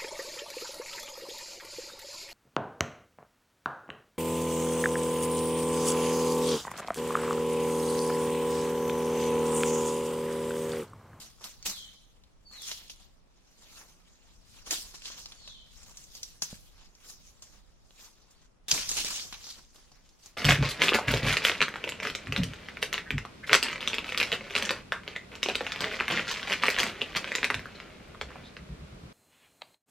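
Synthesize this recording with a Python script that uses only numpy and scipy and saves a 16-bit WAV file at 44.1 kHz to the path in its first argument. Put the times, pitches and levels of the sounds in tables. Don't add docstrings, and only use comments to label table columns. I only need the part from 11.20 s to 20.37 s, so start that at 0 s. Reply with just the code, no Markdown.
import sys
import numpy as np
from scipy import signal
from scipy.fft import rfft, irfft, next_fast_len
from scipy.io import wavfile
from scipy.ndimage import uniform_filter1d, map_coordinates

SR = 44100
rng = np.random.default_rng(int(sys.argv[2]) if len(sys.argv) > 2 else 0)


def unload_audio(sound):
    columns = np.transpose(np.atleast_2d(sound))
    steps = np.round(np.clip(columns, -1, 1) * 32767)
    wavfile.write(sys.argv[1], SR, steps.astype(np.int16))


N = 404327


def amp(db):
    return 10 ** (np.asarray(db) / 20)


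def unit(x):
    return x / np.sqrt(np.mean(x ** 2) + 1e-20)


def along(points, hz):
    point_hz, value = np.transpose(points)
    return np.interp(np.log(hz + 1), np.log(point_hz + 1), value)


def curves(rows, t=np.arange(N) / SR):
    s, *columns = np.transpose(rows)
    return [np.interp(t, s, column) for column in columns]


def wobble(rate):
    knots = rng.standard_normal(int(N * rate / SR) + 4)
    return map_coordinates(knots, [np.arange(N) * rate / SR])


def filtered(x, response):
    n = x.shape[-1]
    padded = next_fast_len(n + 8192)
    return irfft(rfft(x, padded) * response(np.fft.rfftfreq(padded, 1 / SR)), padded)[..., :n]


def above(hz, edge_hz):
    return 1 / (1 + (edge_hz / (hz + 1)) ** 4)


def patchy(x, depth_db):
    z = signal.stft(x, nperseg=256)[2]

    def blurred(bins, frames):
        noise = rng.standard_normal(z.shape[1:])
        return unit(uniform_filter1d(uniform_filter1d(noise, bins, 0), frames, 1))

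    field = blurred(4, 8) + blurred(12, 24)
    return signal.istft(z * amp(depth_db * unit(field)), nperseg=256)[1][:, :N]


# frequency_hz [Hz], relative_level_db [dB per Hz]
RUMBLE_SPECTRUM = [(8.8, -23), (15, 0.5), (37, 2), (76, -10), (172, -15), (250, -18.5), (320, -33),
                   (550, -120)]
# start_s [s], level_db [dB]
WIND_LEVEL = [(0, -58), (.54, -56), (1.1, -63.5), (1.71, -57), (2.04, -63.5), (2.63, -60), (4.03, -57),
              (5.3, -59.5), (6.7, -60.5), (7.35, -66), (7.69, -52.5), (8.38, -60), (9.17, -61.5)]
# frequency_hz [Hz], relative_level_db [dB per Hz]
HUSH_SPECTRUM = [(59, -33), (100, 0), (490, -5), (522, -4), (556, -5.5), (1330, -11), (1440, -14.5),
                 (1600, -15), (10300, -29), (15800, -61)]


def air():
    hush_db = -69
    left, right, both = rng.standard_normal((3, N))
    wind = np.array([left, right]) + 0.46 * both
    lumps = amp(2.2 * np.array([wobble(8), wobble(8)]))
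    rumble = unit(lumps * filtered(wind, lambda hz: amp(along(RUMBLE_SPECTRUM, hz))))
    port_gain = amp([[.5], [-.5]])
    noise = patchy(rng.standard_normal((2, N)), depth_db=0.5)
    hush = unit(filtered(noise, lambda hz: amp(along(HUSH_SPECTRUM, hz))))
    return amp(curves(WIND_LEVEL)[0]) * rumble * port_gain + amp(hush_db) * hush


# start_s [s], crackle_level_db [dB]
STIR_LEVEL = [(0, -66), (1.1, -75.5), (1.9, -88), (2.2, -72), (2.8, -69), (3.1, -65), (3.3, -69.5),
              (4.5, -69), (4.9, -62), (5.4, -81), (6.1, -74), (6.4, -76.5), (7.0, -70), (7.25, -69.5),
              (7.3, -84), (9.17, -77)]
# peak_s [s], crackle_level_db [dB], swell_s [s to rise 20 dB],
# fade_s [s to fall 20 dB], low_crunch_db [dB re crackle], top_sheen_db [dB re crackle]
LEAF_CRUNCHES = [(0.0, -49, .01, 0.18, -11, -6), (.22, -54.5, 0.029, .1, -1, -8),
                 (0.243, -42.5, 0.017, 0.097, -10.5, -6.5), (0.461, -29, 0.0093, 0.082, -13.5, -6.5),
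                 (1.33, -60.5, 0.041, 0.49, -2, -5), (1.48, -42.5, 0.13, 0.21, -16, -6),
                 (1.517, -40.5, .006, 0.069, -21, -15), (1.699, -47.5, .005, 0.056, -28, -10),
                 (1.82, -59.5, 0.13, 0.11, -9, -14), (2.6, -53, 0.28, 0.15, -4.5, -5),
                 (3.37, -56.5, 0.18, 0.11, -8, -7.5), (3.47, -44.5, 0.02, 0.26, -7.5, -11),
                 (3.51, -32, 0.0059, 0.14, -12, -4.5), (3.746, -41, 0.014, .05, -10.5, -35),
                 (3.863, -42.5, 0.067, .2, -15.5, -23), (3.986, -48.5, 0.054, 0.17, -12, -7.5),
                 (4.3, -56, 0.55, 0.17, -13, -41), (4.56, -61, .1, 0.11, -13, -6),
                 (4.71, -55.5, 0.28, .1, -12, -10), (4.774, -59, 0.023, 0.3, -17, 1),
                 (4.954, -52, 0.049, 0.28, -15, -6.5), (5.031, -45, 0.0025, 0.018, -28, -1),
                 (5.223, -35, 0.0047, 0.044, -13, -3), (5.31, -49.5, 0.049, 0.06, -15, -8.5),
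                 (5.61, -61.5, 0.2, 0.33, -4.5, -28), (5.898, -52.5, 0.11, 0.11, -7.5, -2),
                 (6.07, -60, 0.16, 0.17, -12.5, -7.5), (6.224, -54, .006, 0.13, -19, -11),
                 (6.34, -62, 0.34, 0.14, -4, -9), (6.851, -53, 0.17, 0.07, -6.5, -5),
                 (7.111, -64, 0.013, 0.03, -8, -4), (7.484, -34.5, 0.0017, 0.15, -13.5, -5),
                 (7.514, -20.5, .004, 0.025, -12, -12), (7.54, -30, 0.013, 0.1, -8.5, -6.5),
                 (7.585, -34.5, 0.059, 0.044, -19, -23), (7.70, -39.5, 0.047, 0.27, -19, -5.5),
                 (7.784, -32, 0.088, 0.13, -13, -15), (7.87, -36.5, 0.11, 0.23, -11.5, -8),
                 (7.956, -35.5, 0.14, 0.2, -18, -16), (8.13, -41, 0.0087, 0.04, -8, -34),
                 (8.299, -45.5, 0.24, 0.16, -17, -14.5), (8.384, -55, 0.11, 0.054, -2, -14),
                 (8.558, -59, .05, 0.46, -8, -12), (8.889, -67.5, 0.093, .25, -4, -10.5),
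                 (9.069, -55.5, 0.081, 0.073, -4.5, -6.5)]


def stirring():
    stir_low_db, stir_top_db = -5.5, -16.5
    settle_db, settle_s = -14.5, 0.28
    t = np.arange(0, N + 16, 16) / SR
    power = amp(2 * (curves(STIR_LEVEL, t)[0] + np.array([[0], [stir_low_db], [stir_top_db]])))
    for s, db, swell_s, fade_s, low_db, top_db in LEAF_CRUNCHES:
        before, after = np.maximum(s - t, 0), np.maximum(t - s, 0)
        swell = amp(-40 * before / swell_s)
        fade = amp(-40 * after / fade_s)
        settling = amp(2 * settle_db - 40 * after / settle_s)
        power += swell * (fade + settling) * amp(2 * (db + np.array([[0], [low_db], [top_db]])))
    return [np.interp(np.arange(N) / SR, t, np.sqrt(p)) for p in power]


def clumps(count, spread_db, t60):
    size_db = spread_db * np.minimum(rng.exponential(size=count), 3.5)
    starts = np.bincount(rng.integers(0, N, count), amp(size_db), N)
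    power_decay = amp(-120 * np.arange(SR // 10) / SR / t60)
    return np.sqrt(np.abs(signal.fftconvolve(starts ** 2, power_decay)[:N]))


# start_s [s], right_port_lag_ms [ms]
WALKER_BEARING = [(0, 0.072), (2, 0.1), (5, .11), (7.3, 0.06), (7.5, -0.051), (8, -0.11), (8.7, 0.047),
                  (9.17, -0.036)]


def cracks(count, spread_db, scatter_ms):
    when, size = rng.random(count) * N, rng.exponential(size=count)
    sign = rng.choice([-1, 1], size=count)
    lag_ms = curves(WALKER_BEARING, when / SR)[0] + scatter_ms * rng.standard_normal(count)
    lag = lag_ms * SR / 1000
    taps, ports = np.arange(-7, 9), []
    for at in (when - lag / 2, when + lag / 2):
        cell = np.floor(at)[:, None] + taps
        offset = cell - at[:, None]
        pulse = np.sinc(offset) * np.cos(np.pi * offset / 18) ** 2
        pulse = pulse * (sign * amp(spread_db * size))[:, None]
        index = np.clip(cell, 0, N - 1).astype(int)
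        ports.append(np.bincount(index.ravel(), pulse.ravel(), N))
    return unit(np.array(ports))


# frequency_hz [Hz], relative_level_db [dB per Hz]
LEAF_SPECTRUM = [(88, -44), (150, -5), (321, -4.5), (382, -6.5), (553, -5), (833, -4.5), (1140, -2.5),
                 (2000, -6.5), (6200, -5), (7250, -7.5), (8150, -14.5), (13300, -19.5), (15800, -26.5)]


def rustle():
    crackle, crunch, sheen = stirring()
    grains = cracks(count=120000, spread_db=2, scatter_ms=.05)
    bunching = .5 + unit(clumps(count=1400, spread_db=3.5, t60=0.13))
    bunched = unit(grains * bunching)
    grains = filtered(bunched, lambda hz: above(hz, 755)) + filtered(grains, lambda hz: 1 - above(hz, 733))
    rubbing = filtered(rng.standard_normal((2, N)), lambda hz: 0.44 + 1.45 * above(hz, 1650))
    bed = patchy(unit(grains) + .5 * rubbing, depth_db=3.0)

    def low(hz):
        return 1 - above(hz, 2600)

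    def top(hz):
        return above(hz, 9400)

    def mid(hz):
        return 1 - low(hz) - top(hz)

    def band(share):
        return unit(filtered(bed, lambda hz: amp(along(LEAF_SPECTRUM, hz)) * share(hz)))

    return crackle * band(mid) + crunch * band(low) + sheen * band(top)


# start_s [s], burst_level_db [dB], centre_hz [Hz], low_knock_db [dB weight of the low band],
# first_crack_db [dB re burst]
SHARP_SOUNDS = [(.2109, -56, 1630, 27, 14), (0.2412, -41.5, 3660, -6, 17), (.427, -45, 5870, -3, 14),
                (0.4522, -41, 6040, 7, 3), (0.4615, -49, 6400, 2, 2), (1.037, -58.5, 3780, -3, 14),
                (1.313, -62, 5000, 21, 21), (1.42, -46, 9050, -6, 22), (1.514, -31.5, 3100, 3.5, 12),
                (1.698, -45.5, 2850, 6.5, 14), (3.463, -45, 2810, -5, 6), (3.5092, -25, 5700, -6, 10),
                (3.5293, -33, 6220, 9, 5), (3.7426, -58, 5820, 32, 18), (3.8203, -47, 2890, -4, 10),
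                (3.8558, -35.5, 3570, -4, -5), (3.8703, -47, 4040, 0, 12), (3.9015, -42.5, 4960, 11, 6),
                (4.0584, -39.5, 4560, 1.5, 12), (4.121, -42.5, 3630, 1.5, 5), (4.2765, -41, 3730, 1.5, 7),
                (4.632, -50, 7700, -12, 11), (4.772, -40.5, 6060, -14, 0), (4.84, -49, 6100, -11, 14),
                (4.9517, -45, 5800, 3, 3), (5.032, -33, 5170, -22, 9), (5.222, -26.5, 5600, 3, 13),
                (5.752, -57, 5800, -1, 20), (6.2233, -45, 6820, 5.5, 16.5), (6.7076, -61, 3320, 10, 21),
                (7.1096, -60, 6170, 1, 10), (7.4829, -39, 5760, -1, 14), (7.5142, -21.5, 6060, -2.5, 13),
                (7.5778, -30, 2150, 0, 8), (7.6912, -26, 7200, -8, 13), (7.715, -27, 7440, 2.5, 9),
                (7.787, -32.5, 5110, 9, 11), (7.8476, -32, 5290, 8.5, 16), (7.9493, -52, 5090, -4, 12),
                (7.9802, -40, 4970, 8, 14), (8.1258, -36.5, 2760, 7, 11), (8.243, -45, 5260, 4, 17),
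                (8.2685, -40.5, 6100, 12.5, 6), (8.29, -41, 5070, 5, -1), (8.324, -47, 5000, -8, 12),
                (8.559, -52, 3960, 11, 6), (8.717, -51.5, 5400, 14, 8), (8.8913, -57, 6040, -1, 12),
                (9.06, -45, 7060, 4, 14)]


def snaps():
    slow_t60, fast_t60 = 0.055, 0.0043
    out, t = np.zeros((2, N + SR)), np.arange(SR // 4) / SR
    impulse = 1. * (np.arange(len(t)) == 24)
    rise = 1 - np.exp(-t / .0003)
    shape = rise * (amp(-60 * t / slow_t60) + amp(-60 * t / fast_t60))
    for s, db, centre_hz, knock_db, crack_db in SHARP_SOUNDS:
        lag_s = curves(WALKER_BEARING, s)[0] / 1000

        def colour(hz):
            hump = 1 + 6 / (1 + (4 * np.log((hz + 1) / centre_hz)) ** 2)
            body = above(hz, 1840) * hump + amp(knock_db) * (1 - above(hz, 1500))
            return amp(along(LEAF_SPECTRUM, hz)) * body

        def turn(hz):
            return np.exp(1j * np.pi * hz * lag_s * np.array([[1], [-1]]))

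        shared, *own = rng.standard_normal((3, len(t)))
        grainy = unit(shared * amp(2 * np.minimum(rng.exponential(size=len(t)), 4)))
        diffuse = filtered(np.array(own), lambda hz: above(hz, 1200))
        burst = unit(filtered(filtered(grainy, turn) + .5 * diffuse, colour)) * shape
        crack = filtered(impulse, lambda hz: colour(hz) * turn(hz))
        sound = burst + amp(crack_db) * crack / np.abs(crack).max()
        out[:, round(s * SR) - 12:][:, :len(t)] += amp(db) * sound
    return out[:, :N]


# start_s [s], level_db [dB], pitch_hz [Hz], t60_s [s]
GROUND_THUDS = [(0.241, -61, 183, 0.045), (0.482, -42, 195, 0.1), (1.511, -53, 234, 0.045),
                (3.517, -42, 318, 0.089), (5.221, -49, 152, 0.14), (5.329, -25.5, 190, 0.017),
                (7.529, -33.5, 142, 0.071), (8.124, -46, 206, 0.045), (9.065, -49.5, 80.7, 0.04)]
# start_s [s], pitch_hz [Hz], level_db [dB], t60_s [s]
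BLADE_RING = (7.483, 11840, -45, .06)


def knocks():
    out, t = np.zeros(N + SR), np.arange(SR // 4) / SR
    for s, db, pitch_hz, t60 in GROUND_THUDS:
        rise = 1 - np.exp(-t / 0.0013)
        push = -np.sin(2 * np.pi * pitch_hz * t) * amp(-60 * t / t60) * rise
        knock = -.45 * np.sin(2 * np.pi * 2.6 * pitch_hz * t) * amp(-60 * t / 0.0078)
        out[round(s * SR):][:len(t)] += amp(db) * (push + knock)
    s, pitch_hz, db, t60 = BLADE_RING
    ring = amp(db - 60 * t / t60) * np.sin(2 * np.pi * pitch_hz * t)
    out[round(s * SR):][:len(t)] += ring
    return out[:N]


def trunks(x, decays):
    hz, t, z = signal.stft(rng.standard_normal((2, SR // 2)), SR, nperseg=256)
    decay = amp(-60 * t / along(decays, hz)[:, None])
    tail = signal.istft(z * decay, SR, nperseg=256)[1]
    return signal.fftconvolve(np.atleast_2d(x), tail / np.linalg.norm(tail[0]), axes=1)[:, :N]


# start_s [s from call], pitch_hz [Hz], relative_level_db [dB]
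WHISTLE_GLIDE = [(0, 4680, -9), (.03, 4450, -4), (.09, 4200, -1), (.125, 3920, 1.5), (.15, 3520, 2.5),
                 (.2, 3120, -1), (.3, 3020, -13)]
# start_s [s], level_db [dB], time_stretch [ratio]
BIRD_CALLS = [(.41, -44.5, 0.92), (1.243, -47, 1.06), (4.153, -49.5, .96)]
# frequency_hz [Hz], t60_s [s]
FAR_TRUNK_DECAY = [(2800, .4), (3600, .75)]


def bird():
    out = np.zeros((2, N))
    for s, db, stretch in BIRD_CALLS:
        t = (np.arange(N) / SR - s) / stretch
        pitch_hz, shape_db = curves(WHISTLE_GLIDE, t)
        gate = np.clip(np.minimum(t, WHISTLE_GLIDE[-1][0] - t) / .01, 0, 1)
        level = gate * amp(db + shape_db + 1.5 * wobble(60))
        phase = 2 * np.pi * np.cumsum(pitch_hz + 30 * wobble(150)) / SR
        note = level * np.sin(phase)
        direct = .45 * note * [[1], [.15]]
        out += direct + trunks(note, FAR_TRUNK_DECAY)
    return out


# frequency_hz [Hz], t60_s [s]
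TRUNK_DECAY = [(300, 0.35), (3000, 0.65), (12000, 0.14)]
# frequency_hz [Hz], left_over_right_db [dB]
PORT_BALANCE = [(500, -0.1), (4000, 0), (12000, -0.7)]


def scene():
    leaves = rustle()
    impacts = snaps() + knocks()
    echoes = amp(-11.5) * trunks(impacts, TRUNK_DECAY)
    heard = leaves + impacts + echoes + bird()

    def balance(hz):
        return amp(along(PORT_BALANCE, hz) / 2 * np.array([[1], [-1]]))

    return air() + filtered(heard, balance)


def record(dry):
    top_hz = 15850
    return filtered(dry, lambda hz: hz < top_hz)


dry = scene()
out = record(dry)
unload_audio(out)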